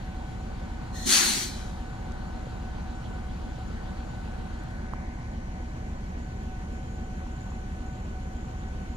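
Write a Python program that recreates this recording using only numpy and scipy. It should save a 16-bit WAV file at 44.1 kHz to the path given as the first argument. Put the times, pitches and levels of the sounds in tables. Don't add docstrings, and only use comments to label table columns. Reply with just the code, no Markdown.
import sys
import numpy as np
from scipy import signal
from scipy.fft import irfft
from scipy.io import wavfile
from scipy.ndimage import uniform_filter1d

SR = 44100
rng = np.random.default_rng(int(sys.argv[2]) if len(sys.argv) > 2 else 0)


def int16_out(signal):
    q = np.round(np.clip(np.atleast_2d(signal).T, -1, 1) * 32767)
    wavfile.write(sys.argv[1], SR, q.astype(np.int16))


def rack_gain(trim_db):
    fader = np.asarray(trim_db, float)
    return 10 ** (fader / 20)


N = 395136
FRAME, HOP = 1024, 256
HZ = np.fft.rfftfreq(FRAME, 1 / SR)[:, None]
T = (np.arange(N // HOP + 5) * HOP / SR)[None]

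CYCLE_HZ, CYCLE_START_S = 1.833, .0417
RUMBLE_DB = -51
EDGE_HZ = 15200

# pitch_hz, density_db
ROAR_FACING = [(160, -40), (280, -15), (326, -13.5), (434, -7.5), (696, -9.5), (757, -4.5), (1230, -14),
               (1540, -13.5), (1980, -18), (2770, -23.5), (4300, -25), (6130, -31.5), (7010, -30),
               (14700, -52), (15800, -56)]
ROAR_HALF_TURNED = [(160, -38), (280, -8), (331, -7), (399, -14.5), (568, -8.5), (1040, -11), (1410, -22.5),
                    (1590, -15.5), (2190, -16), (2730, -28.5), (7010, -32), (14700, -57.5), (15800, -51)]
ROAR_AWAY = [(160, -47), (280, -38), (326, -31), (367, -1.5), (696, -11.5), (757, -2), (824, -10),
             (1540, -12), (2050, -18), (2970, -22.5), (5090, -28.5), (7130, -25), (8020, -32.5),
             (14700, -48), (15800, -57)]
# pitch_hz, density_db
RUMBLE = [(15, -26), (25, -17), (45, -4), (70, -22), (130, -15.5), (200, 9.5), (250, 10.5), (280, -17),
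          (400, -42.5), (700, -90)]
# pitch_hz, gain_db
CAVITY = [(2500, 0.), (3000, 2.5), (3600, -0.5), (4300, 2), (5200, -2), (6000, 2.5), (8000, -3),
          (9300, 1.5), (11000, 0.5), (13000, 0), (15000, 8)]
# start_s, pitch_hz, level_db (over the roar), half_length_s
RUSTLES = [
    (3.053, 3500, 7, 0.016),
    (3.78, 1800, 6, .03),
    (3.88, 3460, 4, .03),
    (4.75, 1520, 6, 0.23),
    (5.1, 2260, 1.5, .25),
]
# pitch_hz, level_db (rms)
WHINE = [
    (748.3, -58.5),
    (812.9, -87),
    (931.3, -64.5),
    (1497, -63.5),
    (1556, -73),
]
INJECTORS_DB = [-9, -3.5, -11, -1.5, 1.5, -0.5, 0.5, 0, 2.5, -5, -5, -12]
# multiple, level_db (rms)
HARMONICS = [(11, -53.4), (12, -55.6), (13, -48.8), (16, -59.1), (17, -55.7), (18, -54.1), (19, -46.3),
             (20, -50.8), (21, -53.3), (23, -49.5), (24, -45.4), (25, -54.7), (30, -44.4), (32, -52.7),
             (34, -54.2), (35, -54.8), (39, -57.2), (40, -58.5), (41, -51.3), (42, -55.5), (43, -49.1),
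             (45, -53.7), (47, -49.8), (51, -59.8), (52, -55.5), (53, -53.8), (58, -59.1), (60, -54.3),
             (62, -54.7), (64, -57.6),
             (66, -60.5), (68, -54.6), (70, -56.1), (72, -59.9), (76, -62.4), (78, -56.1), (79, -64.2),
         (80, -58.7), (82, -63.7), (84, -59.6), (86, -62.1), (88, -58.3), (96, -60.6), (97, -63.4),
         (104, -59.0), (105, -61.0), (106, -60.6), (107, -63.0), (108, -56.0), (110, -58.9), (112, -60.5),
         (122, -62.8), (124, -60.3), (128, -53.3), (132, -56.4), (150, -64.2)]
# pitch_hz, level_db (rms)
MINOR = [(14, -88), (20, -73), (30, -61), (60, -78), (120, -60), (245, -66), (280, -73.5), (335, -69.5),
         (450, -84.5), (600, -86.5)]
# start_s, pitch_hz, level_db (rms)
FAN = [
    (0, 64.3, -48),
    (2, 64.5, -46.5),
    (3.3, 66.5, -41.5),
    (4.6, 68, -46),
    (6, 69.82, -42),
    (7.4, 69.17, -42.5),
    (8.96, 69.6, -41),
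]
# start_s, turn (0 facing, 1 half, 2 away)
TURN = [
    (0, 0.14),
    (4.4, .016),
    (4.9, 0.82),
    (5.5, 1.27),
    (6.2, 1.44),
    (6.8, 1.64),
    (8.96, 1.6),
]
# turn, roar_db, injector_db, whine_db
BEARING = [
    (0, -46.5, -73, 2),
    (1.25, -47.5, -78.5, -1.5),
    (1.65, -48, -68.5, 2),
]
# (pitch_hz, left_right_db)
PORTS_FACING = [
    [(150, 5), (400, 5.5), (600, 1.5), (1300, 1.16), (2300, 0.1), (4000, 0.5), (9000, -0.5)],
    [(0, -3.5), (520, -2.0), (1380, -1), (4310, -7.5), (6120, -4), (13700, -18), (14300, -14), (15500, -16)],
    [(60, 25), (120, -14), (240, 10.5), (480, -10), (950, 0), (1890, 5.5), (3770, -4), (7520, 7), (15000, 2.5)],
]
PORTS_AWAY = [
    [(150, 1), (260, 0.6), (400, 0.36), (700, 0.44), (1600, 0.93), (3500, 0.067), (6500, 0.22), (9000, 0.081)],
    [(0, 11.5), (500, -1.5), (2000, -2.5), (4000, -8.5), (15000, -17)],
    [(60, 0.0), (120, -23), (240, -3), (480, -4), (950, -0.5), (1890, 2.5), (3770, -4), (7520, 2.5), (15000, 2)],
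]
PORTS_VALVE = [
    [(300, 0.92), (700, 0.42), (2300, 0.18), (4000, 0.57), (6000, 0.37), (12000, .12)],
    [(0, 3), (430, -1.7), (4480, 0.5), (7750, 2.5), (10100, 6), (13000, -6), (14500, -3.0), (15500, -11)],
    [(60, -0.5), (92, 0.5), (140, -1), (210, 0), (330, -0.5), (500, -1), (770, -9.5), (1170, 14.5), (1790, 8.5), (2740, 1.5), (4190, -2), (6410, 3.5), (9810, 14), (15000, 17.5)],
]
# start_s, peak_db, pitch_hz, left_right_db
KNOCKS = [
    (2.467, -31.5, 480, -0.5),
    (3.582, -34, 487, -5),
    (4.625, -39, 894, -1.0),
    (4.934, -25, 1026, -14.5),
    (5.273, -46, 498, -2.5),
    (7.265, -36, 950, 0),
    (7.518, -34, 1000, -0.5),
]
# start_s, peak_db, left_right_db, top_hz
CLICKS = [
    (2.119, -41, -1, 7500),
    (3.6754, -54, 1, 8000),
    (4.6354, -52, .5, 12000),
    (4.7097, -48, -.5, 9000),
    (4.9354, -51, -3, 12000),
    (5.2734, -47, 2, 6000),
    (6.4334, -52, 0, 12000),
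]
# pitch_hz, width_hz, level_db
LEAK = [(1870, 140, 1.5), (4200, 160, 5.5), (3600, 600, -6), (6500, 1900, -5.5), (8700, 970, -15),
        (11000, 6200, -26)]
# pitch_hz, density_db
JET = [(290, -38), (500, -13.5), (667, -14), (782, -6.5), (1240, -11.5), (1390, -9), (2280, -3.5),
       (2630, -5.5), (4360, -3.5), (5260, -6.5), (5990, -0.5), (8300, -8.5), (9640, -13.5), (11100, -20),
       (14400, -23), (15800, -32)]
# pitch_hz, width_hz, level_db
PIPE = [
    (233, 37, 0.5),
    (350, 60, -6),
]
# pitch_hz, density_db
ECHOES = [(1000, -15), (1700, -3), (2070, -3), (2470, 0), (2700, -21), (3030, 0.5), (3970, -3.5),
          (4520, -2.5), (7200, -2.5), (8050, -11), (9350, -17), (14500, -28), (15800, -40)]

LEAK_S, LEAK_RISE_S, LEAK_DB, LEAK_GROW_DB_PER_S = 0.92, 0.04, -44.5, 46
BLAST_S, BLAST_RISE_S, RISE_POWER, BLAST_DB = 1.0525, 0.083, 1.3, -9.5
SAG_DB_PER_S, SHUT_S, SHUT_DB_PER_S = 65.5, 1.434, 170
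THIN_DB, FULL_DB, FULL_S, FULL_SPAN_S, THINNING_DB_PER_S = -8.5, 0.5, 1.177, 0.075, 21
BOOM_RISE_S, BOOM_DB, BOOM_SAG_DB_PER_S, BOOM_END_S, BOOM_FADE_DB_PER_S = 0.04, -26, 31.5, 1.475, 150
ECHO_DB, ECHO_FADE_DB_PER_S, ECHO_HZ, ECHO_SINK_HZ_PER_S = -36, 73, 4150, 900


def evened(x):
    return x / np.sqrt(np.mean(x ** 2) + 1e-20)


def read(points, hz):
    f, value = np.transpose(points)
    return np.interp(np.log(hz + 1), np.log(f + 1), value)


def columns(rows, t):
    s, *rest = np.transpose(rows)
    return [np.interp(t, s, c) for c in rest]


def unit(gain):
    return gain / np.sqrt((gain ** 2).sum(0) / 1.5)


def humps(peaks):
    power = 0
    for hz, width, db in peaks:
        power = power + rack_gain(2 * db) / (1 + (2 * (HZ - hz) / width) ** 2) ** 2
    return np.sqrt(power)


def ports_at(tables):
    return [read(table, HZ) for table in tables]


def noise(gain, ports, patchy_db):
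    same, lead, pan_db = ports
    a, b, c, d, patches = rng.standard_normal(gain.T.shape + (5,)).T
    patches = uniform_filter1d(patches, size=12, axis=0)
    patches = evened(uniform_filter1d(patches, size=12, axis=1))
    same = np.clip(same, 0, 1)
    right = a + 1j * b
    left = same * right * np.exp(1j * lead) + np.sqrt(1 - same ** 2) * (c + 1j * d)
    panned = np.array([left * rack_gain(pan_db / 2), right * rack_gain(-pan_db / 2)])
    z = panned * gain * rack_gain(patchy_db * patches)
    return signal.istft(z, nperseg=FRAME, noverlap=FRAME - HOP)[1][:, :N]


def shares(stage):
    return [np.maximum(1 - abs(np.clip(stage, 0, 2) - k), 0) for k in range(3)]


def bearing(t):
    return columns(BEARING, columns(TURN, t)[0])


def opening(t, start_s, rise_s, db, slope_db_per_s, end_s, fade_db_per_s, power=1):
    drift_db = slope_db_per_s * np.maximum(t - start_s - rise_s, 0)
    drift_db = drift_db - fade_db_per_s * np.maximum(t - end_s, 0)
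    return np.clip((t - start_s) / rise_s, 0, 1) ** power * rack_gain(db + drift_db)


def roar():
    turn, roar_db = columns(TURN, T)[0], bearing(T)[0]
    spectra = ROAR_FACING, ROAR_HALF_TURNED, ROAR_AWAY
    colour_db = sum(w * read(s, HZ) for w, s in zip(shares(turn), spectra))
    crank = 2 * np.pi * CYCLE_HZ * (T - CYCLE_START_S)
    breath_db = .8 * np.cos(4 * crank) * (abs(HZ - 4000) < 1500)
    breath_db += 0.42 * np.cos(2 * crank - 1.5) * (HZ > 9000)
    for s, hz, db, half_s in RUSTLES:
        breath_db += db * np.exp(-((T - s) / half_s) ** 2 - (np.log((HZ + 1) / hz) / 0.16) ** 2)
    away = np.clip(turn / 2, 0, 1)
    ports = [(1 - away) * a + away * b for a, b in zip(ports_at(PORTS_FACING), ports_at(PORTS_AWAY))]
    low = rack_gain(RUMBLE_DB) * unit(rack_gain(read(RUMBLE, HZ)))
    wide = rack_gain(roar_db + breath_db + read(CAVITY, HZ)) * unit(rack_gain(colour_db)) * (HZ < EDGE_HZ)
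    return noise(np.hypot(wide, low), ports, patchy_db=0.9 + 0.68 * (HZ > 9000))


def whine():
    t, out = np.arange(N) / SR, np.zeros((2, N))
    shadow = np.clip(columns(TURN, t)[0] - .9, 0, 1)
    for hz, db in WHINE:
        wander = evened(uniform_filter1d(rng.standard_normal((3, T.size)), size=8))
        pitch = np.interp(t, T[0], wander[0])
        level = np.array([np.interp(t, T[0], w) for w in rack_gain(db + 3.33 * wander[1:])])
        turns = np.cumsum(hz * (1 + .0016 * pitch)) / SR
        shade = rack_gain(-2.5 * hz / 1000 * shadow)
        out += 1.84 * shade * level * np.sin(2 * np.pi * (turns + rng.random((2, 1))))
    return rack_gain(bearing(t)[2]) * out


def injectors(hz=7050, width=450):
    t = np.arange(N) / SR
    firing = (t - CYCLE_START_S) * CYCLE_HZ * 12
    cylinder = np.floor(firing).astype(int)
    size_db = np.take(INJECTORS_DB, cylinder % 12) + 1.7 * rng.standard_normal(300)[cylinder + 12]
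    puffs = rack_gain(size_db + bearing(t)[1]) * np.exp(-(firing % 1) / 0.53)
    air = rng.standard_normal((2, N))
    band = signal.butter(2, [hz - width / 2, hz + width / 2], "bandpass", fs=SR, output="sos")
    ring = signal.sosfilt(band, air + 0.37 * air[::-1])
    return uniform_filter1d(puffs, size=220) * 2.57 * evened(ring)


def engine():
    k, points = np.arange(400), 2 ** 16
    level_db = read(MINOR, k * CYCLE_HZ) + 2.5 * rng.standard_normal(400)
    level_db += 2.1 * (-1) ** k * (k > 60)
    for multiple, db in HARMONICS:
        level_db[int(multiple)] = db
    harmonics = rack_gain(level_db) * np.exp(2j * np.pi * rng.random(400))
    cycle = irfft(harmonics, points) * points / np.sqrt(2)
    t = np.arange(N) / SR
    hz, fan_db = columns(FAN, t)
    fan = np.sqrt(2) * rack_gain(fan_db) * np.sin(2 * np.pi * np.cumsum(hz) / SR)

    def heard(lag_s):
        return np.interp((t - lag_s) * CYCLE_HZ % 1, np.arange(points) / points, cycle, period=1)

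    return np.array([heard(0.00029), heard(0)]) + fan


def knocks(cycles=0.64, late_s=0.0015):
    out = np.zeros((2, N))
    for s, db, hz, pan_db in KNOCKS:
        u = np.arange(300) * hz / SR
        swing = 0.36 * np.tanh(u ** 2) - np.sin(2 * np.pi * u)
        wavelet = swing * u / cycles * np.exp(1 - u / cycles)
        sides_db = np.array([[pan_db], [-pan_db]]) / 2
        out[:, round((s + late_s) * SR):][:, :300] += rack_gain(db - 2.5 + sides_db) * wavelet
    return out


def clicks(length_s=0.0013):
    out, u = np.zeros((2, N)), np.arange(300) / SR / length_s
    for s, db, pan_db, top_hz in CLICKS:
        low_pass = signal.butter(4, min(top_hz, SR / 3), fs=SR, output="sos")
        crackle = signal.sosfilt(low_pass, rng.standard_normal((2, 300))) * 0.49
        sides_db = np.array([[pan_db], [-pan_db]]) / 2
        out[:, round(s * SR):][:, :300] += rack_gain(db + 4.0 + sides_db) * crackle * u * np.exp(1 - u)
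    return out


def valve():
    start = round(.9 * SR)
    t = (start + np.arange(200)[None] * HOP) / SR
    leak = unit(humps(LEAK)) * opening(t, LEAK_S, LEAK_RISE_S, LEAK_DB, LEAK_GROW_DB_PER_S,
                                       BLAST_S, 150, power=1.6)
    full_db = THIN_DB * np.clip((FULL_S - t) / (FULL_S - BLAST_S), 0, 1)
    full_db += FULL_DB * np.exp(-((t - FULL_S) / FULL_SPAN_S) ** 2)
    full_db -= THINNING_DB_PER_S * np.maximum(t - FULL_S, 0)
    jet = unit(rack_gain(read(JET, HZ))) * rack_gain(full_db / (1 + (HZ / 2200) ** 4))
    jet = jet * np.hypot(1, humps([(4400, 710, 3.9), (9530, 690, 3.9)]))
    jet = jet * opening(t, BLAST_S, BLAST_RISE_S, BLAST_DB, -SAG_DB_PER_S, SHUT_S, SHUT_DB_PER_S, RISE_POWER)
    boom = unit(humps(PIPE)) * opening(t, BLAST_S, BOOM_RISE_S, BOOM_DB, -BOOM_SAG_DB_PER_S,
                                       BOOM_END_S, BOOM_FADE_DB_PER_S)
    sinking_hz = ECHO_HZ - ECHO_SINK_HZ_PER_S * (t - SHUT_S)
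    ringing = np.hypot(1, humps([(sinking_hz, 200, 10), (9400, 700, 4)]))
    echoes = unit(rack_gain(read(ECHOES, HZ)) * ringing)
    echoes = echoes * opening(t, BLAST_S, SHUT_S - BLAST_S, ECHO_DB, 0, SHUT_S, ECHO_FADE_DB_PER_S)
    gain = np.sqrt(leak ** 2 + jet ** 2 + boom ** 2 + echoes ** 2)
    air = noise(gain, ports_at(PORTS_VALVE), patchy_db=1.5)
    return np.pad(air, ((0, 0), (start, N - start - air.shape[1])))


def scene():
    return roar() + whine() + injectors() + engine() + knocks() + clicks() + valve()


def top_cut(x):
    return signal.sosfilt(signal.butter(12, 15860, fs=SR, output="sos"), x)


def record(dry):
    power = abs(uniform_filter1d((dry ** 2).mean(0), size=1500))
    power_db = 10 * np.log10(power + 1e-12)
    fall_db = np.arange(N) * 48.0 / SR
    held_db = np.maximum.accumulate(power_db + fall_db) - fall_db
    over_db = np.maximum(held_db + 29.5, 0)
    mix = dry / rack_gain(0.44 * uniform_filter1d(over_db, size=400))
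    return top_cut(mix)


dry = scene()
out = record(dry)
int16_out(out)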